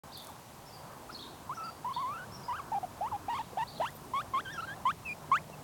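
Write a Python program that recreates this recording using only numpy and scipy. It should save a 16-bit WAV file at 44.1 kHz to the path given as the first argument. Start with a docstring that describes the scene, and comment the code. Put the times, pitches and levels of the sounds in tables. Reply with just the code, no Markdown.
"""Guinea pig on a glass garden table

A brief falling squeak like a finger on glass, then the stroked animal's short, nearly pure, mostly
rising calls: vocal-fold harmonics shaped by the throat, louder and brighter as it gets excited and
the microphone nears. Sparrows chirp further off among house walls. Fur rustles; a few ticks, soft
bumps and a brief high whistle sound over a distant outdoor hum."""
import sys
import numpy as np
from scipy import signal
from scipy.fft import rfft, irfft
from scipy.io import wavfile
from scipy.ndimage import uniform_filter1d

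SR = 44100
rng = np.random.default_rng(int(sys.argv[2]) if len(sys.argv) > 2 else 0)


def generate_wav(signal):
    """Clip the signal to [-1, 1] and save it as 16-bit WAV at the path in sys.argv[1]."""
    frames = np.transpose(np.atleast_2d(signal))
    scaled = np.clip(frames, -1, 1) * 32767
    pcm = np.round(scaled).astype(np.int16)
    wavfile.write(sys.argv[1], SR, pcm)


N = 248283
TIME = np.arange(N) / SR
TOP_HZ = 17250


def undb(db):
    """Decibels to gain."""
    return 10 ** (np.asarray(db) / 20)


def unit(x):
    """Scale to rms 1."""
    return x / np.sqrt(np.mean(x ** 2))


def curve(rows, t):
    """Linear interpolation of (time, value) rows."""
    return np.interp(t, *np.transpose(rows))


def spectrum_db(points, hz):
    """Interpolation of (frequency, level) rows over log frequency."""
    f, db = np.transpose(points)
    return np.interp(np.log(np.maximum(hz, 1)), np.log(f), db)


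def walk(rate_hz, size):
    """Smooth random wander, spread near 1."""
    k = max(int(SR / rate_hz), 1)
    held = np.repeat(rng.standard_normal(size // k + 1), k)
    return np.sqrt(2) * uniform_filter1d(uniform_filter1d(held, k), k)[:size]


def swells(rows):
    """Sum of smooth rises and falls, one per (start, length, level) row."""
    return sum(undb(db) * np.sin(np.pi * np.clip((TIME - start_s) / length_s, 0, 1)) ** 2
               for start_s, length_s, db in rows)


def resonate(x, hz, width_hz):
    """One resonance, gain 1 at centre."""
    return signal.lfilter(*signal.iirpeak(hz, hz / width_hz, fs=SR), x)


def add(out, start_s, x):
    """Mix x into out at start_s."""
    i = int(start_s * SR)
    out[i:i + len(x)] += x[:max(N - i, 0)]


def echoes(x, t60_s, count, delay_s=.012):
    """Scattered, decaying reflections; unit-energy response."""
    when, polarity = rng.random((count, 2)).T
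    taps = ((delay_s + when * t60_s) * SR).astype(int)
    response = np.zeros(SR * 2)
    np.add.at(response, taps, np.sign(polarity - .5) * undb(-60 * when))
    return signal.fftconvolve(x, response / np.linalg.norm(response))[:N]


# Outdoor noise spectrum: f/Hz, relative level/dB
AIR_SPECTRUM = [(15, -55), (25, -17), (103, -1.5), (140, -2), (210, -5.5), (416, -9.5), (490, -10),
                (717, -7), (1050, -7.5), (1420, -16.5), (1540, -16.5), (1920, -21.5), (3310, -24.5),
                (8360, -26.5), (17000, -31)]
# Rumble swell: t/s, gain/dB
RUMBLE_SWELL = [(0, -3), (1, -1.5), (2.2, -1), (3, 1.5), (3.7, 1), (4.3, 1), (5, 1.5), (5.6, 1)]


def outdoor_air(level_db=-49, flicker_db=1.62, split_hz=1800):
    """Smooth hiss over a far rumble that flickers by octave; the low octaves swell most."""
    hz = np.arange(N // 2 + 1) * SR / N
    shaped = rfft(rng.standard_normal(N)) * undb(spectrum_db(AIR_SPECTRUM, hz))
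    air = rfft(unit(irfft(shaped, N))) * undb(level_db)
    swell_db = curve(RUMBLE_SWELL, TIME)
    out = irfft(air * (hz >= split_hz), N)
    for octave in range(7):
        edge_hz = split_hz / 2 ** octave
        band = irfft(air * (hz < edge_hz) * (hz >= edge_hz / 2), N)
        depth = min((octave + 1) / 4, 1)
        out += band * undb(depth * swell_db + flicker_db * walk(12, N))
    return out


# Hum envelope: t/s, level/dB
HUM_LEVEL = [(0, -65), (3, -62.5), (4.5, -55.5), (5.1, -60), (5.6, -51)]


def distant_hum(hz=149.1, waver_hz=1.43, waver_db=2):
    """A low tone, wavering in pitch and level."""
    phase = 2 * np.pi * np.cumsum(hz + waver_hz * walk(17, N)) / SR
    return np.sin(phase) * undb(curve(HUM_LEVEL, TIME) + waver_db * walk(3.5, N))


# Whistle pulses: t/s, length/s, level/dB
WHISTLE_PULSES = [(3.933, 0.057, -52), (3.992, .04, -63)]


def whistle(hz=12064):
    """A thin, very high tone in two brief pulses."""
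    return swells(WHISTLE_PULSES) * np.sin(2 * np.pi * hz * TIME)


# Hand strokes: t/s, length/s, level/dB
STROKES = [(.12, .27, -58), (0.355, 0.63, -71), (3.3, 1.27, -64.5)]


def fur(centre_hz=10500, width_hz=8000, spread_db=6):
    """Hairs slip under the fingers: fine, uneven crackle swelling with each stroke."""
    hairs = rng.standard_normal(N) * undb(spread_db * walk(900, N))
    return unit(resonate(hairs, centre_hz, width_hz)) * swells(STROKES)


# Dry ticks: t/s, level/dB, centre f/Hz
TICKS = [(0.176, -39, 12000), (.181, -48, 12000), (.230, -47, 13000), (0.247, -45, 10500),
         (.2703, -36.5, 7900), (.398, -53, 12000), (5.5, -49, 1800)]
# Soft bumps: t/s, level/dB, ring f/Hz, t60/s
BUMPS = [(3.5315, -33, 490, .03), (3.950, -39, 520, .03), (5.499, -31, 560, .01)]


def handling(tick_decay_s=.0009, tick_width_hz=8000):
    """The moving hand makes dry ticks and dull, quickly damped bumps."""
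    out, t = np.zeros(N), np.arange(SR // 10) / SR
    for start_s, db, hz in TICKS:
        noise = rng.standard_normal(len(t))
        crack = resonate(resonate(noise, hz, tick_width_hz), hz, tick_width_hz)
        add(out, start_s, undb(db) * unit(crack) * np.exp(-t / tick_decay_s))
    for start_s, db, hz, t60_s in BUMPS:
        push = np.minimum(2 * hz * t, 1)  # soft contact builds over half a cycle
        add(out, start_s, undb(db - 60 * t / t60_s) * push * np.sin(2 * np.pi * hz * t))
    return out


# Sparrow notes, mostly high-low pairs: t/s, length/s, top f/Hz, arch depth/oct, level/dB
CHIRPS = [ (0.119, 0.046, 4800, 0.53, -45), (0.166, .05, 3680, .28, -49), (0.653, 0.053, 5400, 0.26, -59),
          (.722, 0.052, 4850, 0.11, -55.5), (1.106, 0.049, 5400, .6, -51), (1.146, 0.0277, 4400, .14, -44),
          (1.19, 0.054, 4080, .42, -46.5), (1.548, .032, 5940, 0.21, -50), (1.637, 0.033, 4730, .03, -49.5),
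          (1.930, 0.051, 3700, .3, -49), (1.931, 0.035, 4470, 0.096, -50.5), (2.316, 0.057, 5560, .12, -51),
          (2.432, 0.042, 5070, 0.17, -55), (3.324, .034, 4900, 0.48, -51), (3.383, .036, 4000, .4, -52.5),
          (3.668, .043, 4490, .42, -48.5), (3.747, 0.037, 4110, 0.39, -49.5),
          (4.522, .027, 5650, 0.22, -51), (4.603, 0.042, 4180, .2, -53.5)]


def sparrows(waver=.014, buzz_per_oct=.0494, thin_db_per_oct=4, lean_db_per_oct=4, flicker_db=3):
    """Arched, wavering whistles, smeared and dulled by the house walls."""
    out = np.zeros(N)
    for start_s, length_s, top_hz, depth_oct, db in CHIRPS:
        u = np.linspace(-1, 1, int(length_s * SR))
        drop_oct = depth_oct * u ** 2
        hz = top_hz * 2 ** -drop_oct * (1 + (waver + buzz_per_oct * depth_oct) * walk(1000, len(u)))
        # thin at the top, loudest on the way down
        shape_db = thin_db_per_oct * (drop_oct - depth_oct / 2) + lean_db_per_oct * depth_oct * u
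        gain = undb(db + shape_db + flicker_db * walk(200, len(u))) * (1 - u ** 2) ** (1 / 3)
        add(out, start_s, gain * np.sin(2 * np.pi * np.cumsum(hz) / SR))
    dulled = resonate(out, hz=3800, width_hz=3000)
    return out + undb(-2) * echoes(dulled, t60_s=.48, count=400)


def call_envelope(hz, easy_hz=1000, knee=4.3, strain_db_per_oct=21.5, sag_db_per_s=16, release_s=.0057):
    """Above its easy range the voice starts slower and weakens; each call sags as it goes."""
    t = np.arange(len(hz)) / SR
    strain_oct = np.log2(1 + (hz / easy_hz) ** knee) / knee
    attack_s = np.clip(.0025 * (hz[0] / easy_hz) ** 4, .0025, .014)
    gate = np.minimum(t / attack_s, 1) * np.minimum(t[::-1] / release_s, 1)
    return gate * undb(-strain_db_per_oct * (strain_oct - strain_oct.min()) - sag_db_per_s * t)


def breath(phase):
    """Air leaks through the folds once a cycle and rings two resonances."""
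    puffs = rng.standard_normal(len(phase)) * (1 + np.cos(phase))
    main = resonate(resonate(puffs, 2900, 1500), 2850, 1500)
    return unit(main + .085 * resonate(puffs, 9800, 3000))


# Throat and mouth response: f/Hz, gain/dB
THROAT = [(600, 12), (1050, -0.5), (1600, -10), (2000, -6.5), (2450, -7), (3000, -2.5), (3350, -4.5),
          (4200, -16.5), (5500, -14.5), (7400, -11), (9200, -13), (16000, -22)]
# Resonance shift, rising as the mouth opens: t/s, frequency ratio
MOUTH = [(1.5, 0.86), (2.6, 0.93), (3.3, 1.005), (3.9, 1), (4.15, 1.086), (4.7, 1.05), (5.35, 0.93)]


def call(start_s, pitch_hz, overtones_db, roughness, jitter=.0095, tremor_rad=.11, flutter_db=2.5,
         shimmer_db=.35, breath_db=-39, bloom_s=.013, onset_dip_db=1, onset_dull_db_per_oct=4):
    """Vocal folds give a harmonic stack whose overtones sweep through the throat resonances."""
    size = len(pitch_hz)
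    mouth = curve(MOUTH, start_s)
    hz = pitch_hz * (1 + jitter * walk(700, size))
    phase = 2 * np.pi * np.cumsum(hz) / SR
    onset = np.exp(-np.arange(size) / SR / bloom_s)
    # high notes and onsets are purer
    slope_db_per_oct = 8.5 * (hz / 1000) ** .13 + onset_dull_db_per_oct * onset
    tremor = tremor_rad * walk(900, size)  # folds close early or late, blurring the top overtones
    voice = np.sin(phase)
    for k in range(2, 11):
        throat_db = spectrum_db(THROAT, k * hz / mouth) - spectrum_db(THROAT, hz / mouth)
        db = overtones_db + throat_db - slope_db_per_oct * np.log2(k) + flutter_db * walk(145, size)
        voice += undb(db) * np.sin(k * (phase + tremor)) * (k * hz < TOP_HZ)
    # uneven cycles; the voice clears above its median pitch
    hoarse = roughness * np.minimum(np.median(pitch_hz) / pitch_hz, 1) ** 3.7
    voice *= 1 + hoarse * walk(1100, size)
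    voice += (undb(breath_db + overtones_db) + .17 * hoarse) * breath(phase)
    return voice * call_envelope(pitch_hz) * undb(shimmer_db * walk(300, size) - onset_dip_db * onset)


# Whimper pitch curves: t/s, f/Hz
THIN_WHINE = [(1.567, 1380), (1.583, 1310), (1.593, 1350), (1.603, 1280), (1.617, 1370), (1.626, 1270),
              (1.664, 1390), (1.686, 1270), (1.705, 1410)]
SHORT_WHINE = [(1.845, 840), (1.858, 1020), (1.879, 970), (1.892, 1100), (1.899, 1110), (1.912, 980),
               (1.931, 1170)]
CLIMBING_WHINE = [(1.963, 920), (2.017, 1140), (2.034, 1000), (2.047, 980), (2.133, 1220), (2.143, 1360),
                  (2.168, 1310), (2.193, 1570), (2.2, 1450), (2.238, 1500), (2.25, 1620)]
ARCHED_WHINE = [(2.483, 900), (2.492, 1010), (2.51, 940), (2.524, 980), (2.537, 1230), (2.546, 1200),
                (2.576, 1660), (2.6, 1120), (2.611, 1050)]
LOW_WHINE = [(2.717, 800), (2.724, 820), (2.73, 910), (2.739, 910), (2.75, 780), (2.779, 830), (2.79, 720)]
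LONG_PROTEST = [(3.282, 750), (3.286, 750), (3.298, 940), (3.33, 950), (3.337, 870), (3.352, 1110),
                (3.366, 1060), (3.376, 1280), (3.395, 820), (3.408, 950), (3.421, 850)]
SHORT_PROTEST = [(3.571, 720), (3.574, 720), (3.591, 920), (3.617, 860), (3.623, 940), (3.641, 980)]
RISING_PROTEST = [(3.798, 640), (3.808, 630), (3.824, 970), (3.83, 1020), (3.844, 870), (3.861, 1330),
                  (3.901, 2070)]
HIGH_WHINE = [(4.446, 1675), (4.472, 1520), (4.502, 1610), (4.514, 1806), (4.532, 1803), (4.542, 1615),
              (4.564, 1629), (4.578, 1430)]
HIGH_PEEP = [(5.048, 2680), (5.084, 2560), (5.096, 2420), (5.107, 2370), (5.12, 2480), (5.135, 2380)]
# Whimpers: pitch curve, relative level/dB, overtone gain/dB, roughness/0-1
WHIMPERS = [ (THIN_WHINE, -40.5, -18.5, .025), (SHORT_WHINE, -33.5, -12, 0.021),
            (CLIMBING_WHINE, -33, -14, 0.017), (ARCHED_WHINE, -33, -10, 0.032),
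            (LOW_WHINE, -31, -9.5, 0.023), (LONG_PROTEST, -32, 1.5, .06),
            (SHORT_PROTEST, -30.5, 2.5, 0.024), (RISING_PROTEST, -29, 2.6, .1),
            (HIGH_WHINE, -41.5, -4.5, 0.12), (HIGH_PEEP, -37.5, -7, .02)]


def whimpers():
    """Wavering calls whose pitch glides from turn to turn."""
    out = np.zeros(N)
    for points, db, overtones_db, roughness in WHIMPERS:
        start_s, end_s = points[0][0], points[-1][0]
        hz = curve(points, np.arange(start_s, end_s, 1 / SR))
        hz = uniform_filter1d(hz, size=200, mode="nearest")
        add(out, start_s, undb(db) * call(start_s, hz, overtones_db, roughness))
    return out


# Squeaks: t/s, length/s, start f/Hz, held f/Hz, end f/Hz, bend exponent,
# relative level/dB, overtone gain/dB, roughness/0-1
SQUEAKS = [ (.279, .035, 1392, 1200, 640, 1.7, -46, -14, 0.3),
           (1.092, .021, 1150, 1500, 1620, 2.4, -41, -12, 0.06),
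           (1.493, 0.051, 940, 1076, 1610, 2.3, -34.5, -16, 0),
           (2.829, 0.026, 713, 860, 696, 1.45, -33.5, -2.5, 0),
           (3.008, 0.084, 618, 880, 1580, 4.6, -31.5, -8, 0),
           (3.107, 0.063, 1812, 778, 810, 2.1, -33.5, -10, 0.09),
           (4.135, .091, 986, 1110, 2180, 5.9, -30, -2, 0.02),
           (4.335, 0.081, 1067, 1046, 2350, 3.96, -29.5, -3.5, 0.06),
           (4.569, 0.044, 1664, 1220, 1570, 2.9, -36.5, -6, 0.1),
           (4.62, 0.036, 1235, 1370, 1610, 4.9, -37.5, -9.5, 0.1),
           (4.668, 0.078, 1650, 1530, 1780, 1.6, -41.5, -11.5, 0.12),
           (4.853, .070, 954, 1057, 2050, 3.55, -25, -5, .02),
           (5.3148, 0.08, 1032, 1070, 2780, 2.12, -22, -7.5, 0.01),
           (5.519, 0.033, 2830, 2720, 2590, 1.5, -54.5, -12, .02)]


def squeaks(scoop_s=.012, fade_db=5):
    """Guinea pig calls, after one brief falling squeak like a finger rubbing glass."""
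    out = np.zeros(N)
    for start_s, length_s, first_hz, held_hz, last_hz, bend, db, overtones_db, roughness in SQUEAKS:
        t = np.arange(0, length_s, 1 / SR)
        scoop = (first_hz / held_hz) ** np.exp(-t / scoop_s)
        sweep = (last_hz / held_hz) ** ((t / length_s) ** bend)  # more bend: later, sharper
        gain = undb(db - fade_db * np.linspace(0, 1, len(t)) ** 5.8)
        add(out, start_s, gain * call(start_s, held_hz * scoop * sweep, overtones_db, roughness))
    return out


def guinea_pig(direct_db=4, echo_db=-40):
    """The calls and the opening glassy squeak: close, almost dry, with a faint garden echo."""
    close = squeaks() + whimpers()
    return undb(direct_db) * close + undb(echo_db) * echoes(close, t60_s=.34, count=500)


def scene():
    """Mono mix of all sources."""
    return (guinea_pig() + sparrows() + handling() + fur() + whistle() + outdoor_air() + distant_hum())[None]


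def record(dry, silent_s=.0355):
    """A moment of silence at the start; steep low-pass at TOP_HZ."""
    lowpass = signal.ellip(10, .2, 70, TOP_HZ, fs=SR, output="sos")
    return signal.sosfilt(lowpass, dry * (TIME > silent_s))


dry = scene()
out = record(dry)
generate_wav(out)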